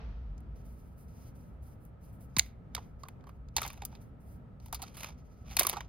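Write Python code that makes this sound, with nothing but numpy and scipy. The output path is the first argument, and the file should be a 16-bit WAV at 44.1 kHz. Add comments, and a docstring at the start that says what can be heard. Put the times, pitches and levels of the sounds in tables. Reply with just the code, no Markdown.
"""A bench in a humming room: side cutters squeeze a nylon cable tie on a plastic frame until it snaps;
the loose tie ticks, scrapes and rattles over the frame and its rail. A rubber glove rustles and the boom
of an earlier knock dies away. Contacts are noise bursts through resonances, jolts are sagging sines,
rubs and slides are gated grainy noise, hum is shaped noise. A close phone microphone pair."""
import sys
import numpy as np
from scipy import signal
from scipy.fft import rfft, irfft, next_fast_len
from scipy.io import wavfile
from scipy.ndimage import map_coordinates

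SR = 44100
rng = np.random.default_rng(int(sys.argv[2]) if len(sys.argv) > 2 else 0)


def bounce(signal):
    """Save signal as a 16-bit WAV file at the path given by the first command-line argument."""
    frames = np.transpose(np.atleast_2d(signal))
    limited = np.clip(frames, -1, 1)
    pcm = np.round(limited * 32767).astype(np.int16)
    wavfile.write(sys.argv[1], SR, pcm)


N = 259341

# Drone level: time_s, level_db
DRONE_LEVEL = [(0, -48.5), (.5, -50), (.8, -53), (1.3, -52.5), (1.62, -48), (1.72, -54.5), (2.3, -53.5),
               (2.4, -46), (2.57, -53), (3.3, -50.5), (3.62, -45), (3.88, -52.5), (4.47, -53.5),
               (4.73, -47), (4.85, -54), (5.88, -48)]
# Drone of far machines, relative spectrum: freq_hz, density_db
DRONE_SPECTRUM = [(12, -53), (20, -25), (30, -5.5), (49, -1.5), (65, 6.5), (92, -8), (134, -15.5),
                  (160, -15.5), (210, -47), (350, -120)]
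# Narrow bands of fan noise, each resonance applied twice: center_hz, width_hz, gain_per_pass_db
FAN_BANDS = [(925, 140, -6.5), (1300, 120, -0.5), (2330, 390, -14)]
# Room air, relative spectrum: freq_hz, density_db
AIR_SPECTRUM = [(59, -24.5), (100, 3.5), (240, -6), (360, -18), (392, -15.5), (446, -15.5), (628, -18),
                (942, -24), (1030, -29), (1300, -27.5), (2260, -38), (5210, -54.5), (7020, -58),
                (12000, -58), (16500, -54.5)]
# Left-right likeness of air and wash: freq_hz, correlation
LIKENESS = [(60, 1), (130, 0.87), (290, 0.55), (640, 0.32), (1410, 0.041), (3100, 0.22), (6820, -0.011),
            (15000, -0.28)]
# Boom of the room mode, before the closing fade: time_s, level_db
BOOM_LEVEL = [(0, -67.5), (.04, -39.5), (.34, -41), (.42, -58), (.52, -40), (.58, -55), (.68, -46.5),
              (.8, -60), (1, -56)]
# Dull wash after the knock, relative spectrum: freq_hz, density_db
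WASH_SPECTRUM = [(88, -33), (150, -8), (287, -31.5), (457, -11), (2540, -24.5), (5830, -35.5), (8000, -61),
                 (10400, -87), (17600, -120)]
# Glove rubs: start_s, length_s, hiss_db, change_over_rub_db, body_re_hiss_db
GLOVE_RUBS = [(0.561, 0.055, -75.5, -2, 4.5), (0.653, 0.28, -71, -7.5, -1.5), (0.981, 0.05, -67, -2, -4.5),
              (1.084, 0.19, -76, 9, 3), (1.357, 0.18, -71, -11.5, 0), (1.629, 0.11, -68.5, -5.5, -2.5),
              (1.808, 0.052, -75.5, 2.5, -8), (2.014, 0.063, -75.5, 8.5, -2), (2.13, 0.034, -67, -7.5, -10),
              (2.209, 0.03, -68, 1, -5), (2.3, 0.16, -86, 13, 8), (2.435, 0.085, -74.5, -13, 2),
              (2.794, 0.11, -74.5, -9, 4), (2.996, 0.11, -79.5, 0, 7), (3.273, 0.093, -77, -14, 3),
              (3.72, 0.039, -74, 5, -8), (3.88, 0.087, -83, 4, -1), (4.016, 0.067, -69, -13, 0),
              (4.205, 0.14, -78.5, 8.5, -4), (4.616, 0.06, -79.5, 8, 7), (5.18, 0.033, -81, -4, 11),
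              (5.25, .18, -83, 0, 8), (5.472, 0.058, -73, 16, 1)]
# Rubber on handles, relative spectrum: freq_hz, density_db
RUBBER_SPECTRUM = [(1200, -29), (2000, -2), (3600, -8.5), (6200, 0), (8000, -4.5), (9500, 0.5),
                   (13500, -3.5), (15500, 1), (16500, -18.5)]
# Frame jolts: start_s, level_db, first_hz, last_hz, t60_s
FRAME_JOLTS = [(2.368, -28, 330, 69.4, 0.11), (3.566, -50, 450, 390, 0.064), (3.62, -52.5, 420, 390, 0.15),
               (5.596, -38, 400, 198, 0.058), (5.608, -33, 460, 333, .05), (5.65, -44.5, 400, 340, 0.12),
               (5.73, -41.5, 407, 347, 0.066)]
# Tie slides over the frame: start_s, length_s, level_db, change_over_slide_db, brightness_db
TIE_SLIDES = [(2.4, .12, -61.5, -23, 0), (2.751, 0.089, -66.5, -4, -3), (3.585, 0.16, -47, -15, 0),
              (3.755, 0.218, -70.5, 0.5, -4), (4.723, 0.16, -71.5, 12.5, 3), (4.949, 0.071, -57.5, 7, 8.5),
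              (5.036, 0.058, -49.5, -5.5, 0), (5.459, .06, -66, 14, -3), (5.526, 0.037, -61.5, -10.5, -2),
              (5.586, 0.092, -45, -0.5, 6.5), (5.671, 0.17, -43, -21.5, -5)]
# Tie on frame, relative spectrum: freq_hz, density_db
SCRAPE_SPECTRUM = [(320, -39.5), (550, -4.5), (950, -4), (1170, -3), (1600, -9.5), (2350, -4.5), (3600, -9),
                   (4600, -11.5), (6500, -4.5), (8000, -31.5), (9750, -15), (12100, -22.5), (15600, -24),
                   (16500, -54)]
# Contacts: start_s, strap_peak_db, frame_re_strap_db, tick_re_strap_db, strap_hz, frame_hz, t60_s,
# left_minus_right_db (strap only)
CONTACTS = [(0.379, -54, -8, -15, 6350, 610, 0.022, 9.5), (0.4047, -68, 6, 13, 1700, 650, .031, 5),
            (1.8512, -74, -4, 28, 2010, 654, .015, 2), (2.3661, -18, -14.5, -10, 4402, 1030, 0.024, -1),
            (2.3791, -41.5, -8, 8.5, 1900, 596, .031, 12), (2.385, -21.5, -23.5, 9, 3300, 724, 0.0054, 9),
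            (2.389, -23, -22, 7.5, 4900, 580, .0083, 13.5), (2.394, -4.5, -39, -3, 4574, 814, .012, -2),
            (2.4066, -39.5, -7, -5.5, 2570, 716, .016, 12.5),
            (2.4206, -44.5, -24, 0, 2320, 1335, .011, 6.5), (2.4615, -56, -12, 7, 2150, 622, 0.023, 2.5),
            (2.7492, -21.5, -20, -4, 4560, 750, 0.018, 1.5), (2.7647, -37, -5, -20, 2420, 1250, 0.029, -5),
            (2.7779, -41.5, 8.5, -25, 1920, 830, .051, 8), (3.0341, -40, 2, -23, 4500, 1190, .024, -0.5),
            (3.0514, -62, 12, -10, 3690, 1130, 0.065, -2), (3.0848, -38.5, -7.5, 0.5, 2130, 865, 0.024, 0),
            (3.2083, -62, -8, -14, 2090, 697, 0.019, -2), (3.24, -63.5, 12.5, -15.5, 3900, 1156, 0.025, -1),
            (3.2688, -55.5, 7.5, -5, 1790, 1065, 0.054, 2), (3.2915, -53.5, 10, 3, 1640, 1170, 0.045, 5),
            (3.4854, -57, -17.5, -30, 3700, 675, 0.017, -6),
            (3.5651, -15.5, -12, 1.5, 5230, 840, 0.035, 1.5), (3.5802, -24, -7.5, -13, 2580, 820, 0.04, 0),
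            (3.6172, -33, 3, 15.5, 2416, 1233, .034, 15), (3.6291, -31, -6, -1, 3520, 1220, 0.078, 8),
            (3.6494, -36, 0.5, -2.5, 2110, 780, 0.077, -5.5), (3.6634, -37, -4, 9.5, 1840, 920, 0.018, 15),
            (3.6774, -37, -23, 10, 6160, 907, 0.022, 13), (3.6856, -42.5, -12, -3, 4070, 861, 0.011, 5),
            (3.7023, -34, -10.5, -4, 2710, 1140, .016, 5), (3.7302, -56.5, 2, 14, 2700, 900, 0.049, 23),
            (3.7751, -49.5, -1.5, -0.5, 2720, 750, .041, 4), (3.8196, -35.5, 0, -7, 2600, 838, .038, 3),
            (3.8337, -51, 7, -8, 2550, 736, .025, 0), (3.8511, -39, -13, 22, 6300, 1250, 0.037, 14),
            (3.9262, -57.5, 7, -10, 2470, 789, 0.036, 1.5), (3.9511, -42, -13, -17, 3260, 770, 0.031, -1),
            (4.6002, -53.5, -4, -20, 4500, 643, 0.027, -1), (4.6596, -50.5, -1, 9.5, 3200, 875, 0.036, 9),
            (4.683, -53.5, -2, 6, 4040, 867, 0.022, 4), (4.7268, -33, 0.5, 12, 3730, 820, .053, 7.5),
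            (4.745, -33.5, -11.5, 8, 4180, 1240, .075, 5.5), (4.795, -54.5, 8, -8, 3040, 760, 0.075, -2),
            (4.8189, -31.5, -11.5, 0, 3840, 796, 0.026, 3), (4.8245, -36.5, -3, 7.5, 4000, 734, 0.076, -4),
            (4.8373, -39.5, -4.5, -5, 3620, 1300, 0.038, 0),
            (4.8813, -43.5, -25, -30, 4070, 1340, 0.011, 1), (4.969, -40, -11, 3, 2910, 1210, 0.11, 1),
            (5.032, -34.5, -30, 5, 2225, 1300, .029, 9), (5.0428, -37, -1, -4, 2370, 1170, 0.019, 3),
            (5.0868, -53.5, 8, 8, 3500, 775, .041, -4), (5.51, -45.5, -2.5, 3.5, 2720, 780, 0.076, 3.5),
            (5.5676, -15.5, -15.5, 3.5, 3870, 770, .024, 6.5),
            (5.5889, -27, -14, 1.5, 2200, 1270, .042, -13),
            (5.5939, -18, -14.5, 18, 3740, 1090, 0.048, 9.5), (5.6089, -21.5, -4, -4, 2300, 604, 0.053, 5),
            (5.6198, -35.5, 2, 14, 2170, 1130, .027, 11.5), (5.6316, -31, -25, 13.5, 4940, 1250, .027, -14),
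            (5.6488, -28.5, -1, 0.5, 1660, 1160, .019, -3.5), (5.6682, -23, -9, 14, 4700, 1070, .019, 8),
            (5.6902, -32.5, -7.5, 10, 6130, 547, 0.13, -2), (5.696, -21.5, -20, 9.5, 3560, 845, 0.025, 1),
            (5.7291, -37.5, 3, 9, 2220, 780, .059, 16), (5.7348, -35.5, 4, -4, 2860, 1080, 0.052, -4),
            (5.7601, -49.5, 11, -6, 4160, 1260, 0.052, 5), (5.7681, -34.5, 5.5, -19.5, 3000, 818, 0.052, 0),
            (5.806, -31.5, -9.5, -10, 2230, 1035, 0.026, 4.5)]
# Strap resonances: center_hz, width_hz, gain_db
STRAP_MODES = [(1900, 1000, 5.5), (2635, 1066, 7.5), (2850, 400, 7), (3620, 340, 2), (4280, 880, 3),
               (5003, 400, 5), (5210, 510, -2), (6300, 1500, 4)]
# Resonances of jaws and tie teeth: center_hz, width_hz, gain_db
TICK_MODES = [(6460, 900, 13), (8200, 270, 0.5), (10053, 2800, 10), (10910, 2400, 1.5), (11900, 2700, 2.5),
              (13400, 1000, -9.5), (14300, 1700, 2.5)]
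# Room decay: freq_hz, t60_s
ROOM_T60 = [(300, .5), (2000, 0.38), (6000, 0.17), (15000, 0.19)]
# Port level difference, near sounds: freq_hz, left_minus_right_db
PORT_LEVEL = [(400, -2.5), (900, -6), (1300, -7), (2400, -4), (4600, -5), (6000, 0), (15000, -0.5)]
# Port phase difference, near sounds: freq_hz, left_lead_rad
PORT_LEAD = [(500, -.4), (1300, -.5), (1800, 2), (2400, .1), (3500, -.5), (4700, -.5), (5300, -1.5),
             (6200, -3.9), (7300, -3.1), (8500, -2.3), (10000, -1.3), (12000, -.1), (14000, .9),
             (16000, 1.5)]

AIR_DB, FAN_DB = -52.5, -74.5
WASH_START_DB, WASH_T60_S, WASH_FLOOR_DB = -56, 0.9, -78
RUB_RISE_S, RUB_FALL_S = 0.04, 0.18  # about 60 dB
SLIDE_RISE_S, SLIDE_FALL_S = 0.072, 0.16  # about 60 dB
SPLIT_HZ = 7000  # body below, hiss above
SAG_S, JOLT_RISE_S = 0.008, 0.0012  # time constants
SCUFF_RISE_S = 0.004  # 60 dB up to the blow
TICK_HZ, TICK_SCATTER_OCT, TICK_T60_S = 11300, 0.15, 0.063
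BENCH_DB, WALLS_DB = -28.5, -31
TOP_HZ, ROLLOFF_HZ = 17000, 15900


def amp(db):
    """Decibels to amplitude factor."""
    return 10 ** (np.asarray(db) / 20)


def unit(x):
    """Scale to rms 1."""
    return x / np.sqrt(np.mean(x ** 2) + 1e-20)


def crest(x):
    """Scale to peak 1."""
    return x / np.abs(x).max()


def along(points, hz):
    """Interpolate (freq_hz, value) points on a log frequency axis."""
    f, v = np.transpose(points)
    return np.interp(np.log(hz + 1), np.log(f + 1), v)


def curve(rows):
    """Interpolate (time_s, value) rows at every sample."""
    time_s, value = np.transpose(rows)
    return np.interp(np.arange(N) / SR, time_s, value)


def wobble(rate_hz):
    """Smooth random curve, rate_hz knots a second."""
    knots = rng.standard_normal(int(N * rate_hz / SR) + 4)
    return map_coordinates(knots, [np.arange(N) * rate_hz / SR])


def filtered(x, response):
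    """Apply a complex frequency response."""
    n = x.shape[-1]
    m = next_fast_len(n + 8192)
    return irfft(rfft(x, m) * response(np.fft.rfftfreq(m, 1 / SR)), m)[..., :n]


def resonances(modes):
    """Causal sum of second-order resonances of alternating sign."""
    def response(f):
        total = 0
        for k, (center_hz, width_hz, gain_db) in enumerate(modes):
            loss = 1j * f * width_hz
            total = total + (-1) ** k * amp(gain_db) * loss / (center_hz ** 2 - f * f + loss)
        return total
    return response


def struck_near(modes, pitch_hz, slope_db_per_oct):
    """The spot struck favours the modes near one pitch."""
    return resonances([(c, w, db - slope_db_per_oct * abs(np.log2(c / pitch_hz))) for c, w, db in modes])


def rush(spectrum, likeness, grain_db=0, grain_hz=300):
    """Stereo noise of rms 1; its level flickers in grains."""
    pair = rng.standard_normal((2, N)) * amp(grain_db * wobble(grain_hz))

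    def mid_side(hz):
        angle = np.arccos(np.clip(along(likeness, hz), -1, 1)) / 2  # sets left-right correlation
        return amp(along(spectrum, hz)) * [np.cos(angle), np.sin(angle)]

    mid, side = filtered(pair, mid_side)
    return unit(np.array([mid + side, mid - side]))


def strokes(rows, rise_s, fall_s):
    """Low-band and high-band gains: each stroke swells, drifts in level and dies."""
    t, low, high = np.arange(N) / SR, 0, 0
    for start_s, length_s, level_db, change_db, low_db, high_db in rows:
        end_s = start_s + length_s
        knots_s = [start_s - rise_s, start_s, end_s, end_s + fall_s]
        shape_db = np.interp(t, knots_s, [-60, 0, change_db, change_db - 61], -200, -200)
        low = low + amp(level_db + low_db + shape_db)
        high = high + amp(level_db + high_db + shape_db)
    return low, high


def hum():
    """Low drone of far machines, narrow-band fan noise and slowly wavering room air."""
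    drone = amp(curve(DRONE_LEVEL)) * rush(DRONE_SPECTRUM, [(40, 1.0), (130, 0.9)])
    fan_noise = rng.standard_normal((2, N))
    fan = amp(FAN_DB) * unit(filtered(fan_noise, lambda f: resonances(FAN_BANDS)(f) ** 2))
    air = amp(AIR_DB + 1.08 * wobble(6)) * rush(AIR_SPECTRUM, LIKENESS)
    return drone + fan + air


def knock_tail():
    """A room mode, a phase-wobbled sine, still booms while a dull noise wash dies away."""
    t = np.arange(N) / SR
    mode = np.sqrt(2) * np.sin(2 * np.pi * 54 * t + 1.34 * wobble(11.06))
    wash_gain = amp(WASH_START_DB - 60 * t / WASH_T60_S) + amp(WASH_FLOOR_DB)
    fade = np.clip((1 - t) / 0.2, 0, 1)  # silent from 1 s
    return fade * (amp(curve(BOOM_LEVEL)) * mode + wash_gain * rush(WASH_SPECTRUM, LIKENESS))


def glove():
    """Rubber fingers rustle on the handles: grainy hiss, with its own body level below it."""
    rustle = rush(RUBBER_SPECTRUM, [(4000, 0.84), (9000, 1.0)], grain_db=2.0, grain_hz=52)
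    body = filtered(rustle, lambda hz: hz < SPLIT_HZ)
    low, high = strokes([(*row, 0) for row in GLOVE_RUBS], RUB_RISE_S, RUB_FALL_S)
    return low * body + high * (rustle - body)


def thumps():
    """Dull low rings whose pitch settles as the frame does, each with a puff of low noise."""
    out, t = np.zeros(N + SR), np.arange(SR // 5) / SR
    for start_s, level_db, first_hz, last_hz, t60_s in FRAME_JOLTS:
        cycles = last_hz * t + (first_hz - last_hz) * SAG_S * (1 - np.exp(-t / SAG_S))
        low_band = resonances([(last_hz, 0.8 * last_hz, 0)])
        puff = unit(filtered(rng.standard_normal(len(t)), lambda f: low_band(f) ** 2))
        ring = np.sin(2 * np.pi * cycles) + 0.25 * puff
        envelope = amp(level_db - 60 * t / t60_s) * (1 - np.exp(-t / JOLT_RISE_S))
        out[round(start_s * SR):][:len(t)] += envelope * ring
    return out[:N]


def drag():
    """The ribbed tie slides as gritty noise; each slide has its own brightness."""
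    grit = rush(SCRAPE_SPECTRUM, [(700, 0.85), (9000, 0.98)], grain_db=3.3, grain_hz=280)
    dull = filtered(grit, lambda hz: hz < SPLIT_HZ)
    rows = [(*row, 0, bright_db) for *row, bright_db in TIE_SLIDES]
    low, high = strokes(rows, SLIDE_RISE_S, SLIDE_FALL_S)
    return low * dull + high * (grit - dull)


def clicks():
    """Each contact is a blow in a burst of tiny impacts; it rings strap, jaws and hollow frame."""
    lead = SR // 50
    out, t = np.zeros((2, N + SR)), (np.arange(SR // 7) - lead) / SR
    hollow = resonances([(460, 410, 0), (900, 680, 0.0014)])  # broad body of the frame
    for start_s, strap_db, frame_db, tick_db, strap_hz, frame_hz, t60_s, pan_db in CONTACTS:
        tick_hz = TICK_HZ * 2 ** (TICK_SCATTER_OCT * rng.standard_normal())
        # scuffing swells up to the blow and dies after it
        decay_db = -60 * t / np.clip(t60_s, 0.003, 0.2)
        shape = amp(np.where(t < 0, 60 * t / SCUFF_RISE_S, decay_db))
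        burst = rng.standard_normal((3, len(t))) * shape + 5 * (t == 0)

        strap = crest(filtered(burst[0], struck_near(STRAP_MODES, strap_hz, 8)))
        short_burst = burst[1] * amp(-60 * np.abs(t) / TICK_T60_S)  # small hard parts stop first
        tick = crest(filtered(short_burst, struck_near(TICK_MODES, tick_hz, 21.5)))
        note = resonances([(frame_hz, 210, 0)])
        frame = crest(filtered(burst[2], lambda f: note(f) ** 2 + 0.18 * hollow(f)))

        contact = amp(strap_db) * strap * amp([[pan_db / 2], [-pan_db / 2]])
        contact = contact + amp(strap_db + frame_db) * frame + amp(strap_db + tick_db) * tick
        first = round(start_s * SR) - lead + 30  # blow lands 30 samples after start_s
        out[:, first:][:, :len(t)] += contact
    return out[:, :N]


def room(x):
    """Three delayed noise-tail answers, each frequency dying at its own speed."""
    hz, t, z = signal.stft(rng.standard_normal((3, SR // 2)), SR, nperseg=256)
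    decay = amp(-60 * t / along(ROOM_T60, hz)[:, None])
    tail = signal.istft(z * decay, SR, nperseg=256)[1]
    delayed = np.pad(x.mean(0), (300, 0))[None]
    return signal.fftconvolve(delayed, tail / np.linalg.norm(tail[0]), axes=1)[:, :N]


def ports(x):
    """A near sound reaches the two microphone ports with unlike level and phase."""
    half = np.array([[0.5], [-0.5]])
    return filtered(x, lambda hz: amp(along(PORT_LEVEL, hz) * half) * np.exp(1j * along(PORT_LEAD, hz) * half))


def scene():
    """Sum near sounds, room answers, jolts and background."""
    tie = clicks() + drag()
    bench, *walls = room(tie)  # bench answers from the same side, walls from all round
    near = ports(tie + glove() + amp(BENCH_DB) * bench)
    far = amp(WALLS_DB) * np.array(walls)
    jolts = thumps() * amp([[-1.2], [1.2]])
    return near + far + jolts + hum() + knock_tail()


def record(dry):
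    """The microphones fade at the very top; nothing is kept from TOP_HZ up."""
    return filtered(dry, lambda hz: (hz < TOP_HZ) / np.sqrt(1 + (hz / ROLLOFF_HZ) ** 40))


dry = scene()
out = record(dry)
bounce(out)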